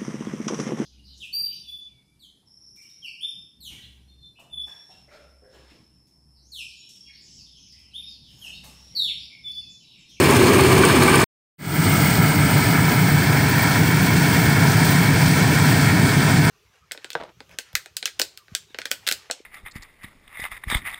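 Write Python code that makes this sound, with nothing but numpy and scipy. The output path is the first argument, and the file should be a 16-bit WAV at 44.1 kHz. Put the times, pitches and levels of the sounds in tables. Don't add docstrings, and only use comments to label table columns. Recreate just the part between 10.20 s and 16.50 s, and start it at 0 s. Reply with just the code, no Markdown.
import sys
import numpy as np
from scipy import signal
from scipy.fft import rfft, irfft, next_fast_len
from scipy.io import wavfile
from scipy.ndimage import uniform_filter1d, map_coordinates

SR = 44100
rng = np.random.default_rng(int(sys.argv[2]) if len(sys.argv) > 2 else 0)


def store_wav(level_fs):
    pcm = np.round(np.clip(np.atleast_2d(level_fs), -1, 1) * 32767)
    wavfile.write(sys.argv[1], SR, pcm.T.astype(np.int16))


def natural_amplitude(level_db):
    exponent = np.asarray(level_db, float) / 20
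    return 10 ** exponent


N = 277830
TIME = np.arange(N) / SR

# shaft_multiple, level_db
NEAR_ORDERS = [(1, -39), (2, -30), (3, -26.5), (4, -24.5), (5, -4), (6, -2.5), (7, -5), (8, 3.5), (9, -4),
               (10, 0.5), (11, -9.5), (12, -5), (13, -24.5), (14, -13), (15, -0.5), (16, -3.5), (17, -6),
               (18, -9), (19, -1), (20, -11), (21, -2), (22, -12), (23, 3.5), (24, -16)]
FAR_ORDERS = [(1, -42.5), (2, -36), (3, -26), (4, -21.5), (5, -17.5), (6, -9), (7, -4), (8, 0), (9, -14),
              (10, 2.5), (11, -2), (12, -2), (13, -8.5), (14, -9.5), (15, -17), (16, -11), (17, -14),
              (18, -11.5), (19, -27), (20, -11), (21, -21)]
FAR_HALF_ORDERS = [(0.5, -42), (1.5, -41), (2.5, -37), (3.5, -32), (4.5, -19), (5.5, -18.5), (6.5, -9),
                   (7.5, -4.5), (8.5, -6.5), (9.5, 0.5), (10.5, -2), (11.5, -13), (12.5, -13),
                   (13.5, -12.5), (14.5, -18), (15.5, -12), (16.5, -20), (17.5, -11), (18.5, -9),
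                   (19.5, -12), (20.5, -18)]
# frequency_hz, density_db_per_hz
NEAR_ROAR = [(12, -70.5), (20, -39), (48, -29), (65, -14.5), (124, -2), (173, -10.5), (241, -3),
             (323, -5.5), (379, -2.5), (507, -10.5), (650, -17.5), (840, -46.5), (1430, -120)]
FAR_ROAR = [(12, -69), (20, -39), (54, -39), (73, -20), (93, -8.5), (151, -3.5), (181, -5.5), (205, -12.5),
            (264, -10), (307, -13), (343, -14.5), (429, -19.5), (550, -28), (720, -40), (1210, -120)]
OUTLET = [(250, -62.5), (330, -18), (370, -9), (388, -5), (410, -14.5), (470, -15.5), (600, -44.5)]
# frequency_hz, density_db_per_hz
NEAR_RATTLE = [(350, -31.5), (600, -14), (637, -10.5), (697, -4.5), (763, -7.5), (822, -2.5), (1160, -2.5),
               (1240, -5), (1410, -10), (1610, -5), (2020, -9), (2350, -4), (2530, -9), (3120, -12),
               (3600, -20.5), (4680, -45.5), (7920, -120)]
FAR_RATTLE = [(250, -120), (400, -33), (520, -3), (700, -1.5), (960, -1.5), (1350, -0.5), (1700, 2),
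              (2230, 1.5), (2500, -6), (3000, -12), (3300, -43), (4500, -120)]
# frequency_hz, density_db_per_hz
NEAR_CHAFF = [(2000, -36), (3400, -3.5), (4020, -3.5), (4360, 1.5), (4710, -5.5), (5190, -0.5),
              (5710, -10.5), (6370, -5), (7470, -7.5), (8070, -3.5), (8820, -1.5), (9840, -7),
              (11300, -25.5), (13600, -8.5), (15700, -10.5)]
FAR_CHAFF = [(1710, -29), (2900, -3), (3300, -0.5), (3530, -3.5), (3870, -5.5), (4420, -1), (7120, -7.5),
             (8250, -4), (9380, -7), (11100, -22.5), (12500, -22), (16200, -46.5), (22000, -120)]
# frequency_hz, density_db_per_hz
SACK = [(7000, -120), (10500, -15), (11500, -17.5), (12300, -14), (13500, -4.5), (14800, 0), (15150, 1.5),
        (15400, -0.5), (16400, -5)]
SHAKEN_SACK = [(6000, -120), (7600, -40), (8200, -3), (8600, 0), (9000, -9), (9600, -42), (12000, -120)]
WEAVE = [(13800, -120), (14700, -30), (15000, -3), (15150, 0), (15300, -4), (15600, -30), (16500, -120)]
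# time_s, shaft_hz, load_db
NEAR_LOAD = [
    (0, 17.6, 0.5),
    (.2, 17, 1),
    (.58, 16.3, 1.5),
    (.66, 16.5, -0.5),
    (.85, 16.5, 0),
    (1.04, 17.4, -1.5),
]
# time_s, shaft_hz
FAR_SHAFT = [(1.4, 15.2), (3.3, 14.75), (4.5, 14.85), (6.3, 14.75)]
# time_s, roar_db
FAR_LOAD = [
    (1.4, -15),
    (2.3, -15.5),
    (3.3, -15),
    (3.45, -16.5),
    (3.7, -15),
    (4.5, -14.5),
    (5.5, -14.5),
    (5.85, -13),
    (6.05, -16),
    (6.3, -14),
]
# time_s, flow_db
FLOW = [(1.66, -29.5), (1.85, -28.5), (2.1, -30.5), (2.48, -29), (2.65, -30), (3.3, -30), (3.9, -29),
        (4.15, -28), (4.4, -29), (4.7, -26.5), (4.85, -29), (5.2, -28), (5.35, -29), (5.5, -27.5),
        (5.85, -29.5), (6.3, -28.5)]
# start_s, peak_db
TICKS = [(0.11, -15), (0.168, -15), (0.2284, -24), (0.3471, -19), (0.408, -14), (0.5896, -17),
         (0.6517, -9.5), (0.697, -23), (0.761, -20), (0.834, -10), (0.8959, -15), (0.9567, -11),
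         (1.0171, -17)]
# frequency_hz, level_db
TICK = [(800, -120), (2000, -44), (3000, -14), (6000, -18), (7700, -13), (8700, 0), (9700, -9),
        (11500, -31), (14500, -14.5), (16000, -16.5)]
# start_s, peak_db, middle_mode_db, upper_mode_db
CLANKS = [(0.301, -18, -10, 3), (0.359, -14, -10, -8), (0.393, -11.5, -12, -8), (0.4495, -15.5, -15, -2),
          (0.5147, -15.5, -13, -17), (0.636, -11, 3, -2), (0.6985, -13.5, 1, -7), (0.7619, -23.5, -7, -4.5),
          (0.8217, -12, -9, -3.5), (0.882, -8.5, -7, -4.5), (0.942, -10, -2, -2.5),
          (1.0102, -14, -4.5, -8.5)]
# frequency_hz, t60_s
PLATE = [(1165, 0.034), (1520, 0.031), (2300, 0.033)]
# start_s, peak_db
SNAPS = [(1.6911, -24), (1.8368, -19), (1.9535, -24), (2.1526, -18), (2.198, -23.5), (2.8151, -19),
         (2.9208, -18.5), (3.0321, -21), (3.2341, -18), (3.3843, -17), (3.4232, -18), (3.502, -24),
         (3.5624, -25), (3.6143, -24), (3.6796, -28), (3.7614, -22), (3.8263, -21), (4.0248, -24),
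         (4.163, -25), (4.4319, -27), (4.6529, -23), (5.3099, -24), (5.5124, -21), (6.1405, -25)]
# early_hz, late_hz, width_hz, depth_db
NOTCHES = [(125, 123, 11, 5.5), (248, 244, 6.6, 5), (350, 345, 27, 3), (523, 553, 59, 9.5),
           (1083, 1190, 160, 9.5), (1484, 1313, 90, 4), (1843, 2028, 128, 12.5), (2340, 2520, 97, 4),
           (2648, 2915, 135, 9.5), (3665, 4900, 270, 0.5), (6000, 6730, 900, 2), (10600, 12000, 1300, 1)]
# frequency_hz, width_hz, lift_db
PANELS = [(686, 46, 1.5), (966, 51, 5), (1330, 58, 6), (1696, 55, -1), (2240, 76, 2), (451, 92, 4.5)]
# time_s, path_share
SETTLE = [
    (1.6, 0),
    (2.6, 0.4),
    (3.3, 0.96),
    (6.3, 0.8),
]
# time_s, gain
FADE = [
    (1.381, 0),
    (1.5, 0.29),
    (1.66, 0.82),
]

CUT_S = 1.04192
EMPTY_RATTLES = 0.3


def unit(x):
    return x / np.sqrt(np.mean(x ** 2) + 1e-20)


def curves(rows):
    time_s, *columns = np.transpose(rows)
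    return [np.interp(TIME, time_s, column) for column in columns]


def wobble(rate):
    knots = rng.standard_normal(int(N * rate / SR) + 4)
    return map_coordinates(knots, [TIME * rate])


def coloured(x, spectrum):
    size = next_fast_len(N + 8192)
    hz, db = np.transpose(spectrum)
    log_hz = np.log(np.fft.rfftfreq(size, 1 / SR) + 1)
    gain = natural_amplitude(np.interp(log_hz, np.log(hz), db))
    return irfft(rfft(x, size) * gain, size)[:N]


def rush(spectrum, patchy_db, flutter_db, rate):
    z = signal.stft(rng.standard_normal(N), nperseg=512)[2]
    field = uniform_filter1d(rng.standard_normal(z.shape), size=12, axis=0)
    field = uniform_filter1d(field, size=10, axis=1)
    noise = signal.istft(z * natural_amplitude(patchy_db * unit(field)), nperseg=512)[1][:N]
    return unit(coloured(noise * natural_amplitude(flutter_db * wobble(rate)), spectrum))


def shaft(speed_hz, orders, drift, waver_db):
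    turn = 2 * np.pi * np.cumsum(speed_hz) / SR
    hum = np.zeros(N)
    for order, db in orders:
        blur = drift * wobble(2.5) * (2.6 if order % 1 else 1)
        start = 2 * np.pi * rng.random()
        hum += natural_amplitude(db + waver_db * wobble(3.6)) * np.sin(order * turn + start + blur)
    return unit(hum)


def near_drum(speed_hz, load_db):
    hum = natural_amplitude(-3.5) * shaft(speed_hz, NEAR_ORDERS, drift=0.66, waver_db=2.5)
    roar = natural_amplitude(-1.5) * rush(NEAR_ROAR, patchy_db=0.5, flutter_db=0.5, rate=34)
    chute = natural_amplitude(-9) * rush(OUTLET, patchy_db=2.5, flutter_db=1.5, rate=13)
    return natural_amplitude(-15.4 + load_db) * (hum + roar + chute)


def near_rattle_and_chaff(speed_hz, load_db):
    throb = np.cos(2 * np.pi * (np.cumsum(speed_hz) / SR + 0.16))
    empty_db = -EMPTY_RATTLES * load_db
    rattle = rush(NEAR_RATTLE, patchy_db=0.26, flutter_db=0.5, rate=83)
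    chaff = rush(NEAR_CHAFF, patchy_db=0.9, flutter_db=1.3, rate=240)
    return natural_amplitude(-19 + empty_db + throb) * rattle + natural_amplitude(-25 + empty_db + 1.4 * throb) * chaff


def taps(events, colour, lift_db, rise, t60):
    out, t = np.zeros(N + SR), np.arange(SR // 20) / SR
    for start_s, db in events:
        envelope = natural_amplitude(db + lift_db - 60 * t / t60) * (1 - np.exp(-t / rise))
        out[round((start_s - rise) * SR):][:len(t)] += envelope * rng.standard_normal(len(t))
    return coloured(out[:N], colour)


def plate():
    out, t = np.zeros(N + SR), np.arange(SR // 10) / SR
    scrape_band = signal.butter(2, [900 / SR * 2, 2600 / SR * 2], "band")
    for start_s, db, middle_db, upper_db in CLANKS:
        scrape = signal.lfilter(*scrape_band, rng.standard_normal(len(t)))
        ring = 0.5 * natural_amplitude(-60 * t / 0.03) * scrape
        for level_db, (hz, t60) in zip((0, middle_db, upper_db), PLATE):
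            mode = np.sin(2 * np.pi * hz * rng.normal(1, 0.008) * t)
            ring += natural_amplitude(level_db - 60 * t / t60) * mode
        strength_db = 1.5 * (db + 8.5) + 5.0
        rise = 1 - np.exp(-t / 0.0076)
        out[round((start_s - 0.0025) * SR):][:len(t)] += natural_amplitude(strength_db) * ring * rise
    return out[:N]


def near():
    speed_hz, load_db = curves(NEAR_LOAD)
    ticks = taps(TICKS, TICK, lift_db=13.5, rise=0.0009, t60=0.021)
    return near_drum(speed_hz, load_db) + near_rattle_and_chaff(speed_hz, load_db) + ticks + plate()


def far_drum():
    speed_hz, = curves(FAR_SHAFT)
    roar_db, = curves(FAR_LOAD)
    hum = natural_amplitude(-0.5) * shaft(speed_hz, [*FAR_ORDERS, *FAR_HALF_ORDERS], drift=0.6, waver_db=1.3)
    roar = natural_amplitude(-3.0) * rush(FAR_ROAR, patchy_db=0.27, flutter_db=0.5, rate=68)
    return natural_amplitude(roar_db) * (hum + roar)


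def grain_flow():
    flow_db, = curves(FLOW)
    return flow_db - flow_db.mean() + 0.53 * wobble(14)


def far_rattle_and_grain(flow_db):
    rattle = rush(FAR_RATTLE, patchy_db=0.67, flutter_db=0.72, rate=63)
    grain = rush(FAR_CHAFF, patchy_db=0.5, flutter_db=0.78, rate=150)
    return natural_amplitude(-19 + 0.42 * flow_db) * rattle + natural_amplitude(-26.5 + flow_db) * grain


def echoes(x):
    hz, t, z = signal.stft(x, SR, nperseg=4096)
    share = np.interp(t, *np.transpose(SETTLE))

    def bump(centre, width):
        return 1 / (1 + ((hz[:, None] - centre) / width) ** 2 * 4)

    loss_db = sum(depth_db * bump(early + (late - early) * share, width)
                  for early, late, width, depth_db in NOTCHES)
    lift_db = sum(db * bump(centre, width) for centre, width, db in PANELS)
    return signal.istft(z * natural_amplitude(lift_db - loss_db), SR, nperseg=4096)[1][:N]


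def sacks(flow_db):
    rustle_db = -26 + 1.4 * flow_db - 1.7 * (TIME - FADE[-1][0])
    rustle = natural_amplitude(rustle_db) * rush(SACK, patchy_db=0.0, flutter_db=1.7, rate=70)
    shake_db = -34.5 - 18 * np.maximum(TIME - 2.4, 0)
    shake = natural_amplitude(shake_db) * rush(SHAKEN_SACK, patchy_db=1.2, flutter_db=-1.0, rate=61)
    weave_db = -39 + flow_db - 11 * np.maximum(TIME - 3.5, 0)
    weave = natural_amplitude(weave_db) * rush(WEAVE, patchy_db=2.0, flutter_db=1.2, rate=30)
    snaps = taps(SNAPS, SACK, lift_db=7.0, rise=0.004, t60=0.06)
    return rustle + shake + weave + snaps


def far():
    flow_db = grain_flow()
    return echoes(far_drum() + far_rattle_and_grain(flow_db)) + sacks(flow_db)


def levelled(x):
    squeeze, span_s, lag_s = 0.23, 0.033, 0.0023
    span = round(span_s * SR / 2)
    power = uniform_filter1d(uniform_filter1d(x ** 2, size=span), size=span)
    delayed = np.abs(np.roll(power, round(lag_s * SR)))
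    swell_db = 10 * np.log10(delayed / np.mean(x ** 2) + 1e-3)
    return x * natural_amplitude(-squeeze * swell_db)


def scene():
    first = levelled(near()) * (TIME < CUT_S)
    second = levelled(far()) * curves(FADE)[0]
    return (first + second)[None]


def low_pass(x):
    return signal.sosfilt(signal.butter(12, 16970, fs=SR, output="sos"), x)


def record(dry):
    top_hz, edge_hz = 15775, 50
    soft = dry / (1 + np.abs(dry / 1.05) ** 6) ** (1 / 6)
    below_top = np.clip((top_hz - np.fft.rfftfreq(N, 1 / SR)) / edge_hz, 0, 1)
    passed = np.sin(np.pi / 2 * below_top) ** 2
    mix = irfft(rfft(soft) * passed, N)
    return low_pass(mix)


dry = scene()
out = record(dry)
store_wav(out)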